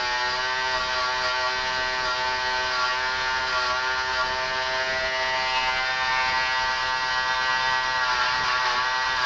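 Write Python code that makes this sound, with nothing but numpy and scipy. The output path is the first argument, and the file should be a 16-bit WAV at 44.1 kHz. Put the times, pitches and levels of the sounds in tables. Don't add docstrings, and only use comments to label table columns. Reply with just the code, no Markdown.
import sys
import numpy as np
from scipy import signal
from scipy.fft import rfft, irfft
from scipy.io import wavfile
from scipy.ndimage import map_coordinates

SR = 44100
rng = np.random.default_rng(int(sys.argv[2]) if len(sys.argv) > 2 else 0)


def store_pcm(level_fs):
    pcm = np.round(np.clip(level_fs, -1, 1) * 32767).astype(np.int16)
    wavfile.write(sys.argv[1], SR, np.atleast_2d(pcm).T)


N = 407925
AUDIO_S = np.arange(N) / SR
CONTROL_S = np.linspace(0, N / SR, 2400)
MAINS_HZ, TEETH_HZ, TEETH_WIDTH_HZ = 60, 4754, 120
INERTIA_S, GRAB_S = 0.052, 0.0074

# t/s, stroke rate/Hz
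PACE_HZ = [(0.0, 124.0), (0.1, 123.15), (0.16, 123.95), (0.27, 124.15), (0.37, 128.2), (0.57, 128.85),
           (1.2, 127.88), (1.64, 128.17), (2.38, 127.33), (2.76, 127.72), (3.35, 129.15), (3.66, 128.6),
           (4.43, 129.04), (4.9, 129.91), (5.15, 129.8), (5.7, 128.85), (6.02, 129.53), (6.4, 128.9),
           (6.65, 129.1), (7.15, 128.3), (7.55, 128.83), (8.49, 127.71), (9.25, 128.71)]
# start/s, length/s, drag/Hz, rasp lift/dB, teeth ring/dB
BURST_AND_BITES = [(0.28, 0.1, 1.8, 1.5, -43), (0.71, 0.14, 1.6, 2, -40), (0.93, 0.14, 2.2, 3, -41),
                   (1.21, 0.09, 2.6, 3.5, -35.5), (1.39, 0.08, 1.7, 2, -40), (2.03, 0.09, 2.7, 3.5, -40.5),
                   (2.7, 0.2, 2.23, 3.5, -42), (3.47, 0.08, 2.26, 2, -38), (3.56, 0.15, 3.5, 4, -37),
                   (4.13, 0.08, 2.1, 3.5, -39.5), (7.98, 0.09, 1.54, 2, -48), (8.07, 0.19, 3.8, 4, -43),
                   (8.43, 0.1, 3.4, 4.5, -43), (8.64, 0.11, 5.8, 6.5, -43), (9.16, 0.12, 3.8, 3.5, -37)]
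# harmonic no., gliding/dB, pressed/dB, turned gliding/dB, turned pressed/dB
DRONE_DB = [(1, -59, -59, -55, -55), (2, -65, -65, -64, -64), (3, -42, -43, -50, -46),
            (4, -46, -46, -45, -50), (5, -37, -33.5, -41, -39.5), (6, -44, -42, -42, -44),
            (7, -29, -33, -28.3, -30), (8, -41, -42, -36, -33.5), (9, -36, -28, -32, -28),
            (10, -42, -48, -39, -41), (11, -39, -28, -35, -29.5), (12, -30.5, -41, -31, -36),
            (13, -37, -37, -32.5, -29.5), (14, -36, -42, -42, -33.5), (15, -33.5, -34.5, -30, -38),
            (16, -43, -47, -48, -49)]
# f/Hz, first grip/dB, turned/dB
CLATTER_DB = [(2180, -45, -42), (2310, -43, -43.5), (2560, -45, -46), (2700, -48, -40), (2830, -43, -42.5),
              (3080, -43, -42.5), (3340, -49, -48.5), (3480, -50, -51), (3600, -46, -39.5),
              (3730, -48, -48), (3860, -48, -49.5), (4110, -43, -42.5), (4240, -45.5, -46.5),
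              (4360, -43.5, -43.5), (4500, -47.5, -46.5), (4630, -46, -46.5), (4750, -44, -42),
              (4880, -44, -43.5), (5020, -52, -50), (5270, -48.5, -47.5), (5400, -52, -50),
              (5650, -52, -49.5), (5900, -53.5, -55), (6150, -62, -64), (6450, -63, -62), (7500, -76, -76)]
# t/s, lower f/Hz, lower lift/dB, upper f/Hz, upper lift/dB
HOLLOW_RESONANCES = [(0, 640, 0, 1750, 0), (2.7, 640, 0, 1750, 0), (3.0, 640, -3, 1780, 3.5),
                     (3.4, 640, -3, 1900, 4), (3.6, 640, 0, 1750, 1), (4.0, 640, -4, 1750, 2),
                     (4.5, 660, 3, 1850, 3), (4.95, 670, 8, 2200, 4.5), (5.25, 700, 7, 2100, 3),
                     (5.55, 790, 11, 2600, 7), (5.8, 775, 10, 2100, 5), (6.05, 770, 9, 2250, 8),
                     (6.45, 765, 7, 2150, 4), (6.8, 770, 0.5, 2200, 0), (9.25, 770, 0, 2200, 0)]
# start/s, end/s, harmonic no., lift/dB
HARMONIC_SWELLS = [(2.95, 4.2, 11, 7), (2.95, 4.85, 15, -9), (3.0, 5.1, 12, -4), (4.72, 5.08, 9, -9),
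                   (4.78, 5.1, 11, 6), (4.8, 5.08, 7, -9), (5.1, 5.38, 11, -7), (5.1, 5.68, 12, -12),
                   (5.1, 6.65, 16, 6), (5.18, 5.38, 15, 3), (5.2, 5.7, 20, 5), (5.2, 5.7, 22, 6),
                   (5.45, 5.95, 16, 5), (5.62, 6.25, 15, -11), (5.68, 5.92, 11, 6), (5.7, 5.92, 9, -6),
                   (5.72, 6.0, 7, -7), (5.8, 6.3, 13, -7), (5.85, 6.28, 14, 11)]
# t/s, drone/dB, clatter/dB
PATH_DB = [(0, -1, 1), (0.6, 0.5, 0.5), (1.8, 0, 1), (2.5, 0, 0.5), (3.4, 0, 0.5), (4.0, 0.5, -1.5),
           (4.6, 0, 0), (5.25, 0, -0.5), (5.55, -1, 2), (5.85, -0.5, -1), (6.1, -0.5, 0), (6.4, -0.5, 1),
           (7.05, -0.5, -0.5), (7.52, 1.5, 0.5), (7.9, 0, -1), (8.4, -0.5, -1), (8.72, -0.5, -1),
           (9.0, 0, -2), (9.25, 0, -2)]
# t/s, relative level/dB
STUBBLE_DB = [(0, -44), (1.0, -43.5), (1.8, -45), (2.4, -45), (3.2, -42.5), (4.0, -43.5), (4.6, -45),
              (5.4, -44), (7.1, -43.5), (7.85, -42.5), (8.08, -38.5), (8.5, -38.5), (8.72, -39),
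              (8.82, -39), (9.0, -41), (9.25, -41)]
# f/Hz, relative density/dB
RASP_SPECTRUM = [(250, -23), (450, -20), (700, -4), (950, 3), (1090, 5.5), (1220, 2), (1550, 4), (1740, 5),
                 (1950, 3.5), (2130, -3.5), (2370, 3), (2560, 0.5), (3000, -0.5), (3400, -1), (3800, -1.5),
                 (4100, 3), (4500, 0), (4780, -0.5), (5200, -0.5), (5900, -6.5), (6200, -13), (7500, -36)]
# t/s, level/dB
RING_DB = [(0, -38.5), (0.25, -45), (0.5, -45), (0.75, -44), (1.5, -45), (1.7, -49), (2.6, -43), (3.1, -51),
           (4.4, -50), (5.4, -49), (5.7, -41), (5.95, -47), (6.5, -45.5), (7.8, -54), (9.25, -55)]
# f/Hz, relative density/dB
RUMBLE_SPECTRUM = [(15, -14.5), (30, 8.5), (48, -8.5), (60, 4), (75, -1.5), (120, -5.5), (200, -7),
                   (320, -9.5), (600, -7.5), (2000, -42)]


def from_db(db):
    return 10 ** (np.asarray(db) / 20)


def unit_rms(x):
    return x / np.sqrt(np.mean(x ** 2) + 1e-20)


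def curves(table):
    times_s, *columns = np.transpose(table)
    return [np.interp(CONTROL_S, times_s, column) for column in columns]


def to_audio(control):
    return np.interp(AUDIO_S, CONTROL_S, control)


def db_at(spectrum, hz):
    table_hz, db = np.transpose(spectrum)
    return np.interp(np.log(hz + 1e-9), np.log(table_hz), db)


def drift(rate_hz):
    return map_coordinates(rng.standard_normal(4096), [CONTROL_S * rate_hz], order=3, mode="wrap")


def coloured_noise(spectrum):
    hz = np.arange(N // 2 + 1) * SR / N
    return unit_rms(irfft(rfft(rng.standard_normal(N)) * from_db(db_at(spectrum, hz)), N))


def bell(hz, centre_hz, width_hz):
    return .5 ** ((2 * (hz - centre_hz) / width_hz) ** 2)


def event_envelope(amounts, lag_s):
    def rise(start_s):
        return 1 - np.exp(-np.maximum(CONTROL_S - start_s, 0) / lag_s)
    return sum(amount * (rise(start_s) - rise(start_s + length_s))
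               for (start_s, length_s, *_), amount in zip(BURST_AND_BITES, amounts))


def motor(free_jitter_rad=.004, load_jitter_rad=.008, flip_drag_hz=(0.55, 1.35)):
    drag_hz = event_envelope([hz for _, _, hz, _, _ in BURST_AND_BITES], INERTIA_S)
    stroke_hz = curves(PACE_HZ)[0] - drag_hz
    load = np.interp(drag_hz, flip_drag_hz, [0, 1])
    jitter_rad = (free_jitter_rad + load_jitter_rad * load) * drift(rate_hz=60)
    stroke_rad = 2 * np.pi * np.cumsum(to_audio(stroke_hz)) / SR + to_audio(jitter_rad)
    return stroke_rad, stroke_hz, load


def drone_and_clatter_db(hz, load, turn_s=(5.26, 6.02), idle_end_s=0.36, symmetry_db=3.5, teeth_db=4.5):
    turn = np.interp(CONTROL_S, turn_s, [0, 1])
    clatter = np.array(CLATTER_DB)
    level_db = (1 - turn) * db_at(clatter[:, :2], hz) + turn * db_at(clatter[:, ::2], hz)
    _, gliding, pressed, turned_gliding, turned_pressed = np.transpose(DRONE_DB)[:, :, None]
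    first_grip_db = (1 - load) * gliding + load * pressed
    turned_db = (1 - load) * turned_gliding + load * turned_pressed
    level_db[:len(DRONE_DB)] = (1 - turn) * first_grip_db + turn * turned_db
    idle = (1 - load) * (CONTROL_S < idle_end_s)
    upper = np.arange(10, 22)
    level_db[upper - 1] -= symmetry_db * idle * (-1) ** upper[:, None]
    return level_db + teeth_db * np.maximum(load, idle) * bell(hz, TEETH_HZ, TEETH_WIDTH_HZ)


def hollow_db(hz):
    lower_hz, lower_db, upper_hz, upper_db = curves(HOLLOW_RESONANCES)
    return lower_db * bell(hz, lower_hz, width_hz=180) + upper_db * bell(hz, upper_hz, width_hz=560)


def swells_db(count, edge_s=0.06):
    lift_db = np.zeros((count, len(CONTROL_S)))
    for start_s, end_s, k, db in HARMONIC_SWELLS:
        window = (np.tanh((CONTROL_S - start_s) / edge_s) - np.tanh((CONTROL_S - end_s) / edge_s)) / 2
        lift_db[k - 1] += db * window
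    return lift_db


def harmonic_gains(hz, load, drone_sway_db=1.2, clatter_sway_db=3.4, tremble_db=0.7):
    is_drone = np.arange(len(hz))[:, None] < len(DRONE_DB)
    level_db = drone_and_clatter_db(hz, load) + hollow_db(hz) + (1 - load) * swells_db(len(hz))
    sway = np.array([drift(rate_hz=9) for _ in hz])
    level_db += np.where(is_drone, drone_sway_db, clatter_sway_db) * np.minimum(sway, np.tanh(sway))
    drone_db, clatter_db = [db + tremble_db * drift(rate_hz=38) for db in curves(PATH_DB)]
    return from_db(level_db + np.where(is_drone, drone_db, clatter_db))


def side_tone(gains, stroke_rad, torque_rad, relative_db=-10, k=7):
    return from_db(relative_db) * to_audio(gains[k - 1]) * np.sin(k * stroke_rad + torque_rad)


def buzz(stroke_rad, stroke_hz, load, warble_rad=.2, wander_rad=.016, count=58):
    harmonics = np.arange(1, count + 1)
    gains = harmonic_gains(harmonics[:, None] * stroke_hz, load)
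    torque_rad = 2 * np.pi * 2 * MAINS_HZ * AUDIO_S
    tones = side_tone(gains, stroke_rad, torque_rad)
    for k, gain in zip(harmonics, gains):
        start_rad, lag_rad = rng.uniform(0, 2 * np.pi, 2)
        depth = (.17 if k <= len(DRONE_DB) else .26) * (1 + load)
        flutter = (1 + depth * drift(rate_hz=32)) / np.sqrt(1 + depth ** 2)
        path_rad = to_audio(start_rad + wander_rad * k * drift(rate_hz=2.5))
        phase_rad = k * stroke_rad + path_rad + warble_rad * np.sin(torque_rad + lag_rad)
        tones += to_audio(gain * flutter) * np.cos(phase_rad)
    return tones


def rasp(stroke_rad, gain_db=8.5, patchy_db=1.7, split_hz=2100, pulsing=0.25, sizzle_share=0.55):
    lift_db = event_envelope([db for *_, db, _ in BURST_AND_BITES], GRAB_S)
    growl_db = to_audio(curves(STUBBLE_DB)[0] + lift_db + patchy_db * drift(rate_hz=28)) + gain_db
    sizzle_db = sizzle_share * growl_db + (1 - sizzle_share) * np.median(growl_db)
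    noise = coloured_noise(RASP_SPECTRUM)
    growl = signal.sosfiltfilt(signal.butter(4, split_hz, fs=SR, output="sos"), noise)
    sizzle = noise - growl
    puffs = unit_rms(1 + pulsing * np.cos(2 * stroke_rad))
    return puffs * (from_db(growl_db) * growl + from_db(sizzle_db) * sizzle)


def teeth_ring(stroke_rad, pulsing=0.31):
    scrape = rng.standard_normal(N) * (1 + pulsing * np.cos(stroke_rad))
    radius = np.exp(-np.pi * TEETH_WIDTH_HZ / SR)
    feedback = [1, -2 * radius * np.cos(2 * np.pi * TEETH_HZ / SR), radius ** 2]
    ring = unit_rms(signal.lfilter([1, 0, -1], feedback, scrape))
    gliding = from_db(curves(RING_DB)[0])
    accents = event_envelope(from_db([db for *_, db in BURST_AND_BITES]), GRAB_S)
    return ring * to_audio(np.hypot(gliding, accents))


def room_tone(rumble_db=-46, swell_db=2.5, hum_db=-60):
    level_db = rumble_db + to_audio(swell_db * drift(rate_hz=14))
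    hum = unit_rms(np.sin(2 * np.pi * MAINS_HZ * AUDIO_S))
    return from_db(level_db) * coloured_noise(RUMBLE_SPECTRUM) + from_db(hum_db) * hum


def scene():
    stroke_rad, stroke_hz, load = motor()
    mono = buzz(stroke_rad, stroke_hz, load) + rasp(stroke_rad) + teeth_ring(stroke_rad) + room_tone()
    return np.array([mono, mono])


def record(dry, cutoff_hz=7500):
    return signal.sosfilt(signal.ellip(12, .1, 90, cutoff_hz, fs=SR, output="sos"), dry)


dry = scene()
out = record(dry)
store_pcm(out)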